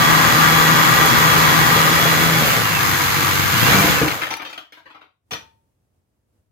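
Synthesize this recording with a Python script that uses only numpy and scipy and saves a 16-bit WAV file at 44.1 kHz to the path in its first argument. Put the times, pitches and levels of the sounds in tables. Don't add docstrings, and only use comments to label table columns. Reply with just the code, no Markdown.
import sys
import numpy as np
from scipy import signal
from scipy.fft import rfft, irfft, next_fast_len
from scipy.io import wavfile
from scipy.ndimage import uniform_filter1d

SR = 44100
rng = np.random.default_rng(int(sys.argv[2]) if len(sys.argv) > 2 else 0)


def volts_from_db(level):
    exponent = np.asarray(level, float) / 20
    return 10 ** exponent


def transcribe(u):
    v = np.clip(np.atleast_2d(u).T, -1, 1)
    q = np.round(v * 32767).astype(np.int16)
    wavfile.write(sys.argv[1], SR, q)


N = 287091
T = np.arange(N) / SR
PORT_LAG = 20
TOP_HZ = 15900
EVEN_M = 0.5


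def level(x, db):
    return x * volts_from_db(db) / np.sqrt(np.mean(x ** 2))


def over_time(points):
    return np.interp(T, *np.transpose(points))


def colour(x, points, share=1):
    hz, db = np.transpose(points)
    n = next_fast_len(N, True)
    log_hz = np.log(np.arange(n // 2 + 1) * SR / n + 1)
    gain = volts_from_db(share * np.interp(log_hz, np.log(hz), db))
    return irfft(rfft(x, n) * gain, n)[:N]


def ring(x, hz, t60):
    pole = np.exp((2j * np.pi * hz - np.log(1000) / t60) / SR)
    return signal.lfilter([1], [1, -pole], x).imag


def walk(rate):
    hold = int(SR / rate)
    steps = np.repeat(rng.standard_normal(N // hold + 1), hold)
    return 1.3 * uniform_filter1d(uniform_filter1d(steps, hold), hold)[:N]


def knocks(per_s, spread_db, beat):
    hit = rng.random(N) < per_s * beat / SR
    return hit * rng.choice([-1, 1], N) * volts_from_db(spread_db * rng.exponential(size=N))


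def high_pass(x, order, hz):
    return signal.sosfilt(signal.butter(order, hz, "high", fs=SR, output="sos"), x)


# (frequency [Hz], level [dB])
BACKGROUND_SPECTRUM = [(30, -20), (91, 0), (185, -13), (455, -19.5), (1500, -34), (4000, -41),
                       (10300, -39.5), (16500, -43.5)]
# (time [s], level [dB])
BACKGROUND_LEVEL = [(4.6, -71.5), (5.2, -76.5), (5.3, -66), (5.55, -64), (5.9, -67.5)]


def background():
    mid, side = (colour(rng.standard_normal(N), BACKGROUND_SPECTRUM) for _ in range(2))
    side = high_pass(side, 1, 400)
    ports = mid + side * np.array([[1], [-1]])
    return level(ports * volts_from_db(1.6 * walk(15)), over_time(BACKGROUND_LEVEL))


def tail():
    t60_s, rise_s = 0.28, 0.0019
    extra_db_per_s = -42.5
    t = T[:int(.4 * SR)]
    envelope = volts_from_db(-60 * t / t60_s) * np.clip(t / rise_s, 0, 1)
    mid, side = rng.standard_normal((2, len(t))) * envelope
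    side = high_pass(side, 1, 350)
    both = mid + side * np.array([[1], [-1]])
    dull = signal.sosfiltfilt(signal.butter(2, 7000, fs=SR, output="sos"), both)
    both = dull + (both - dull) * volts_from_db(extra_db_per_s * t)
    return both / np.sqrt(np.sum(both ** 2) / 2)


def room(x):
    return signal.fftconvolve(x * np.ones((2, 1)), tail(), axes=1)[:, :np.shape(x)[-1]]


def direct(x):
    bass = signal.sosfiltfilt(signal.butter(2, 800, fs=SR, output="sos"), x[0])
    return np.array([bass + np.roll(x[0] - bass, PORT_LAG), x[1]])


# (frequency [Hz], level [dB], 60 dB decay [s])
TABLE_MODES = [(155, -4, 0.033), (206, -7, 0.018), (308, -5, 0.089), (460, -2, 0.089), (530, -3.5, 0.045)]
# (time [s], strength [dB], modes other than the main one [dB])
THUDS = [(3.84, -11.5, -5), (4.014, -17.5, 8.5), (4.028, -5.5, -18.5), (5.322, -38, 10)]


def thuds():
    thump_db, lag_s, other_modes_db = -21, 0.005, -15.5
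    main_hz, push_s = 312, .002
    light = [(s + lag_s, db + thump_db, other_modes_db) for s, db, *_ in BRICK_LANDINGS]
    s, db, other_db = np.transpose(THUDS + light)
    out = np.zeros(N)
    for hz, mode_db, t60 in TABLE_MODES:
        is_other = abs(hz - main_hz) > 40
        blows = np.zeros(N)
        blows[(s * SR).astype(int)] = volts_from_db(db + mode_db + other_db * is_other)
        out += ring(blows, hz, t60)
    push = np.hanning(int(push_s * SR))
    out = np.convolve(out, push / push.sum())[:N]
    return high_pass(out, 2, 90)


# (time [s], strength before distance [dB], note [Hz], distance [m], treble [dB])
BRICK_LANDINGS = [(3.716, -4, 1683, 1.02, -1), (3.739, -15, 2300, .51, 0), (4.021, -13, 1700, .25, -6),
                  (4.082, -15, 2270, .17, 0), (4.106, -14, 2150, .3, -6), (4.117, -13, 2150, .27, -6),
                  (4.187, -17.5, 1660, 0.94, -11), (4.215, -7, 1800, 1, -0.5), (4.235, -17, 1780, .18, -8),
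                  (4.269, -15, 1850, .3, -8), (4.305, -10.5, 1085, 0.67, 0), (4.339, -22, 2300, 0.14, 2),
                  (4.369, -36.5, 11200, 0.24, 14), (4.394, -15.5, 2350, 1.3, -11),
                  (4.419, -17, 1144, .4, -3), (4.449, -19, 2560, 0.83, 0), (4.496, -22.5, 1340, 1.1, 2),
                  (4.529, -24.5, 1760, 0.45, 2), (4.577, -20, 1430, 0.43, -1),
                  (4.722, -28.5, 2260, 0.69, 1.5), (4.767, -29.5, 1020, 1.8, -4),
                  (4.855, -26.5, 1030, 1.3, -10), (4.9, -29.5, 2070, 1.1, -8),
                  (4.945, -26.5, 1440, 1.2, -12), (5.013, -30, 1030, 0.68, -11),
                  (5.309, -14.5, 2300, 0.99, 5), (5.318, -26, 3700, 1.1, 9), (5.333, -15, 3050, 0.38, 0.5)]
# (frequency [Hz], level [dB])
BRICK_CLICK = [(180, -30.5), (350, -11.5), (900, -1), (1800, -5.5), (3200, -6), (5300, -19.5), (8700, -37),
               (13000, -23.5), (16500, -35.5)]
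# (frequency [Hz], level [dB], 60 dB decay [s])
WALL_MODES = [(5980, -30, .07), (5860, -31, .07), (905, -40, .5)]
HOLLOW_LANDINGS = [4.307, 4.34, 4.45, 5.309, 5.332]


def drops():
    skid_s, skid_rise_s, ticks_per_s = 0.009, 0.0011, 5000
    note_t60_s, crisp_t60_s = .012, .022
    crisp_db, overtone = -5, 1.88
    fizz_s = .004
    left_db, left_db_per_s = 2, -1.5
    near, far = np.zeros(N), np.zeros((2, N))
    lead = 300
    click = colour(1. * (np.arange(N) == lead), BRICK_CLICK)[:2 * lead]
    click /= click.max()
    split = signal.butter(2, 4000, fs=SR, output="sos")
    t = T[:int(.4 * SR)]
    skid = np.exp(-t / skid_s) * (1 - np.exp(-t / skid_rise_s))
    for s, db, hz, metres, treble_db in BRICK_LANDINGS:
        chance = rng.random((2, len(t)))
        tick_hits = (chance[0] < ticks_per_s / SR) * np.sign(chance[1] - .5)
        ticks = 0.51 * min(metres / EVEN_M, 1) * tick_hits * skid
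        ticks[0] = 0.78

        crack = signal.fftconvolve(ticks, click)[lead:lead + len(t)]
        fizz = (chance[1] - .5) * np.exp(-t / fizz_s)
        fizz /= np.sqrt(np.sum(fizz ** 2))
        low = signal.sosfilt(split, crack)
        crack = low + signal.fftconvolve(crack - low, fizz)[:len(t)]

        note = volts_from_db(-23.0) * ring(ticks, hz, note_t60_s)
        hollow = np.min(np.abs(s - np.array(HOLLOW_LANDINGS))) < .005
        if hollow:
            note = note + sum(volts_from_db(g) * ring(ticks, f, t60) for f, g, t60 in WALL_MODES)

        crisp = volts_from_db(crisp_db) * max(1 - metres / EVEN_M, 0) * (t == 0)
        sharp = ring(crisp, hz, crisp_t60_s)
        sharp = sharp + .5 * ring(crisp, min(overtone * hz, TOP_HZ), crisp_t60_s)

        dull = signal.sosfilt(split, crack + note)
        hit = volts_from_db(db) * (dull + volts_from_db(treble_db) * (crack + note - dull))
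        i = int(s * SR)
        near[i:i + len(t)] += (hit + volts_from_db(db) * sharp) * EVEN_M / metres
        far[:, i:i + len(t)] += room(hit)
    side = volts_from_db(np.array([[.5], [-.5]]) * (left_db + left_db_per_s * (T - 5.5)))
    return near * side, far * side


# (start [s], end [s], multiple of shaft rate, level at right port [dB])
SHAFT_TONES = [(-.5, 2.56, 41.8, -28), (2.58, 2.8, 53, -29.5), (3.53, 3.65, 54.5, -26),
               (3.62, 3.76, 45.5, -25), (3.69, 3.77, 23.7, -23), (3.88, 4.01, 37, -26),
               (4.02, 4.1, 45, -31), (2.75, 3.56, 10, -37), (2.7, 3.58, 3.0, -36), (3.699, 3.82, 1.05, -24)]


def whine(shaft_hz):
    fade_s = .015
    left_db, left_lag = -6.5, 36
    out = 0
    for start, end, multiple, db in SHAFT_TONES:
        fade = np.clip(np.minimum(T - start, end - T) / fade_s, 0, 1)
        hz = multiple * shaft_hz * (1 + .001 * walk(22))
        out = out + volts_from_db(db + 2.2 * walk(40)) * fade * np.sin(np.cumsum(hz) * 2 * np.pi / SR)
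    return np.sqrt(2) * np.array([volts_from_db(left_db) * np.roll(out, left_lag), out])


# (frequency [Hz], level [dB])
SHAKE_SPECTRUM = [(30, -24.5), (135, 3), (246, -8.5), (312, -5.5), (420, -10.5), (600, -18.5), (1760, -120)]
# (frequency [Hz], level [dB])
RATTLE_SPECTRUM = [(290, -37.5), (560, -31), (760, -6.5), (860, -1), (1210, 2.5), (1680, 2), (1820, -2),
                   (2270, -3.5), (3000, -12), (3900, -41.5), (6600, -120)]
# (frequency [Hz], level [dB])
TICK_SPECTRUM = [(1180, -31), (2000, -3), (2730, -9), (3390, -8), (4920, -11.5), (5710, -14.5), (6720, -11),
                 (9500, -30), (12400, -48.5), (20900, -120)]
# (frequency [Hz], level [dB])
BRUSH_SPECTRUM = [(4710, -29.5), (8000, -3.5), (9090, -5), (12100, 5), (15200, 4), (16300, -25.5)]
# (frequency [Hz], width [Hz], relative level [dB])
FRAME_MODES = [(1095, 50, -6), (1205, 60, 4), (1310, 120, -4), (1670, 130, -4), (1930, 60, 2)]
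# (time [s], level [dB])
RINGING_LEVEL = [(0, -4), (1.8, -4), (2.4, -14), (2.7, -3), (3.6, -9)]


def clatter(turn, shake_db, rattle_db, tick_db, hiss_db):
    beat = 1 + .4 * np.cos(2 * turn) + .25 * np.cos(turn)
    shake = colour(knocks(500, 2.6, beat), SHAKE_SPECTRUM)
    blows = knocks(4000, 1.92, beat)
    frame = 0
    for hz, width, db in FRAME_MODES:
        mode = np.sqrt(width) * ring(blows, hz, 2.2 / width)
        frame = frame + volts_from_db(db + 0.39 * walk(22)) * mode
    rattle = level(colour(blows, RATTLE_SPECTRUM), 0) + level(frame, over_time(RINGING_LEVEL))
    tick = colour(knocks(7000, 2.0, beat), TICK_SPECTRUM)
    hiss = colour(knocks(11000, 2.2, beat), BRUSH_SPECTRUM)
    return level(shake, shake_db) + level(rattle, rattle_db) + level(tick, tick_db) + level(hiss, hiss_db)


# (frequency [Hz], level [dB])
PLATE_SPECTRUM = [(250, -40), (400, -3.5), (575, -1.5), (830, -3.5), (1000, -20.5), (1800, -88)]
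# (time [s], level [dB])
PLATE_LEVEL = [(0, -30.5), (2.6, -27), (2.68, -39), (3.57, -39), (3.66, -26.5), (3.9, -28), (4.2, -35.5)]


def plate(turn):
    blows = knocks(1500, 2.3, 1 + 0.34 * np.cos(2 * turn))
    return level(colour(blows, PLATE_SPECTRUM), over_time(PLATE_LEVEL))


# (time [s], motor shaft rate [Hz], engine rattle [dB], motor brush hiss [dB])
DRILL_RUN = [(0.0, 78.84, -16, -27), (0.18, 80.4, -15.5, -26.5), (1.67, 79.37, -16, -26),
             (2.4, 81.37, -19, -27), (2.49, 70.2, -19.5, -25), (2.619, 54.56, -21.5, -28.5),
             (2.79, 49.5, -21, -29), (2.9, 47.8, -20.5, -27.5), (3.501, 47.45, -20, -28),
             (3.62, 58.5, -18.5, -25), (3.69, 62, -16.5, -24.5), (3.743, 97, -16.5, -24.5),
             (3.885, 98, -18, -25), (3.98, 72, -20, -30), (4.05, 62, -23, -33), (4.129, 50.5, -24.5, -32.5),
             (4.201, 43.7, -27, -36.5)]
# (multiple of shaft rate, relative level [dB])
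HUM_TONES = [(2, 2.5), (3, -5), (4, -7), (7, -9.5)]
# (multiple of shaft rate, relative level [dB])
MESH_TONES = [(15.05, 5.5), (24.1, 1.5)]


def drill():
    full_hz = 80
    hum_db, hum_db_per_oct = -27.5, 11
    mesh_db_per_oct = 30
    shake_over_hiss_db, shake_db_per_oct = 2, 3
    tick_offset_db, engine_share = 1.5, 0.41
    release_s, coast_db, coast_fade_s = 3.8, -9, 0.043
    stop_s, stop_fade_s = 4.396, 0.36
    shared_db, own_db = -6, -0.5

    s, *columns = np.transpose(DRILL_RUN)
    hz, rattle_db, hiss_db = (np.interp(T, s, column) for column in columns)
    octaves = np.log2(hz / full_hz)
    shake_db = hiss_db + shake_over_hiss_db + shake_db_per_oct * octaves
    tick_db = tick_offset_db + engine_share * rattle_db + (1 - engine_share) * hiss_db
    turn = np.cumsum(hz * (1 + .006 * walk(25))) * 2 * np.pi / SR

    hum = sum(volts_from_db(db + 2.2 * walk(14)) * np.sin(k * turn + k ** 2) for k, db in HUM_TONES)
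    mesh_db = .5 * over_time(RINGING_LEVEL) + mesh_db_per_oct * np.minimum(octaves, 0)
    for k, db in MESH_TONES:
        hum = hum + volts_from_db(db + mesh_db + 1.1 * walk(30)) * np.sin(k * turn + .5 * walk(40))
    coast = coast_db * np.clip((T - release_s) / coast_fade_s, 0, 1)
    hum = np.sqrt(2) * volts_from_db(hum_db + hum_db_per_oct * octaves + coast) * hum
    tones = np.array([np.roll(hum, PORT_LAG), hum]) + whine(hz)

    shared, *own = (clatter(turn, shake_db, rattle_db, tick_db, hiss_db) for _ in range(3))
    shared = volts_from_db(shared_db) * shared + plate(turn)
    stop = np.clip((stop_s - T) / stop_fade_s, 0, 1)
    return stop * tones, stop * shared, stop * volts_from_db(own_db) * np.array(own)


# (frequency [Hz], left minus right [dB])
PORT_BALANCE = [(60, -16), (110, 3), (200, 3), (380, -0.5), (700, 2.5), (1290, 9), (2380, -3), (4400, 1),
                (8120, 0), (15000, 3)]


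def scene():
    clatter_room_db, table_room_db = -7, 2.5
    tones, shared, own = drill()
    near, far = drops()
    table = thuds()
    wet = room(volts_from_db(clatter_room_db) * (shared + own) + volts_from_db(table_room_db) * table) + far
    left, right = tones + table + direct(shared + own + near) + wet
    return np.array([colour(left, PORT_BALANCE, .5), colour(right, PORT_BALANCE, -.5)]) + background()


def top_cut(x):
    return signal.sosfilt(signal.butter(12, 16970, fs=SR, output="sos"), x)


def record(dry):
    x = high_pass(dry, 3, 45)
    x = signal.sosfilt(signal.ellip(8, .2, 70, TOP_HZ, fs=SR, output="sos"), x)
    return top_cut(np.clip(x, -1, 1))


dry = scene()
out = record(dry)
transcribe(out)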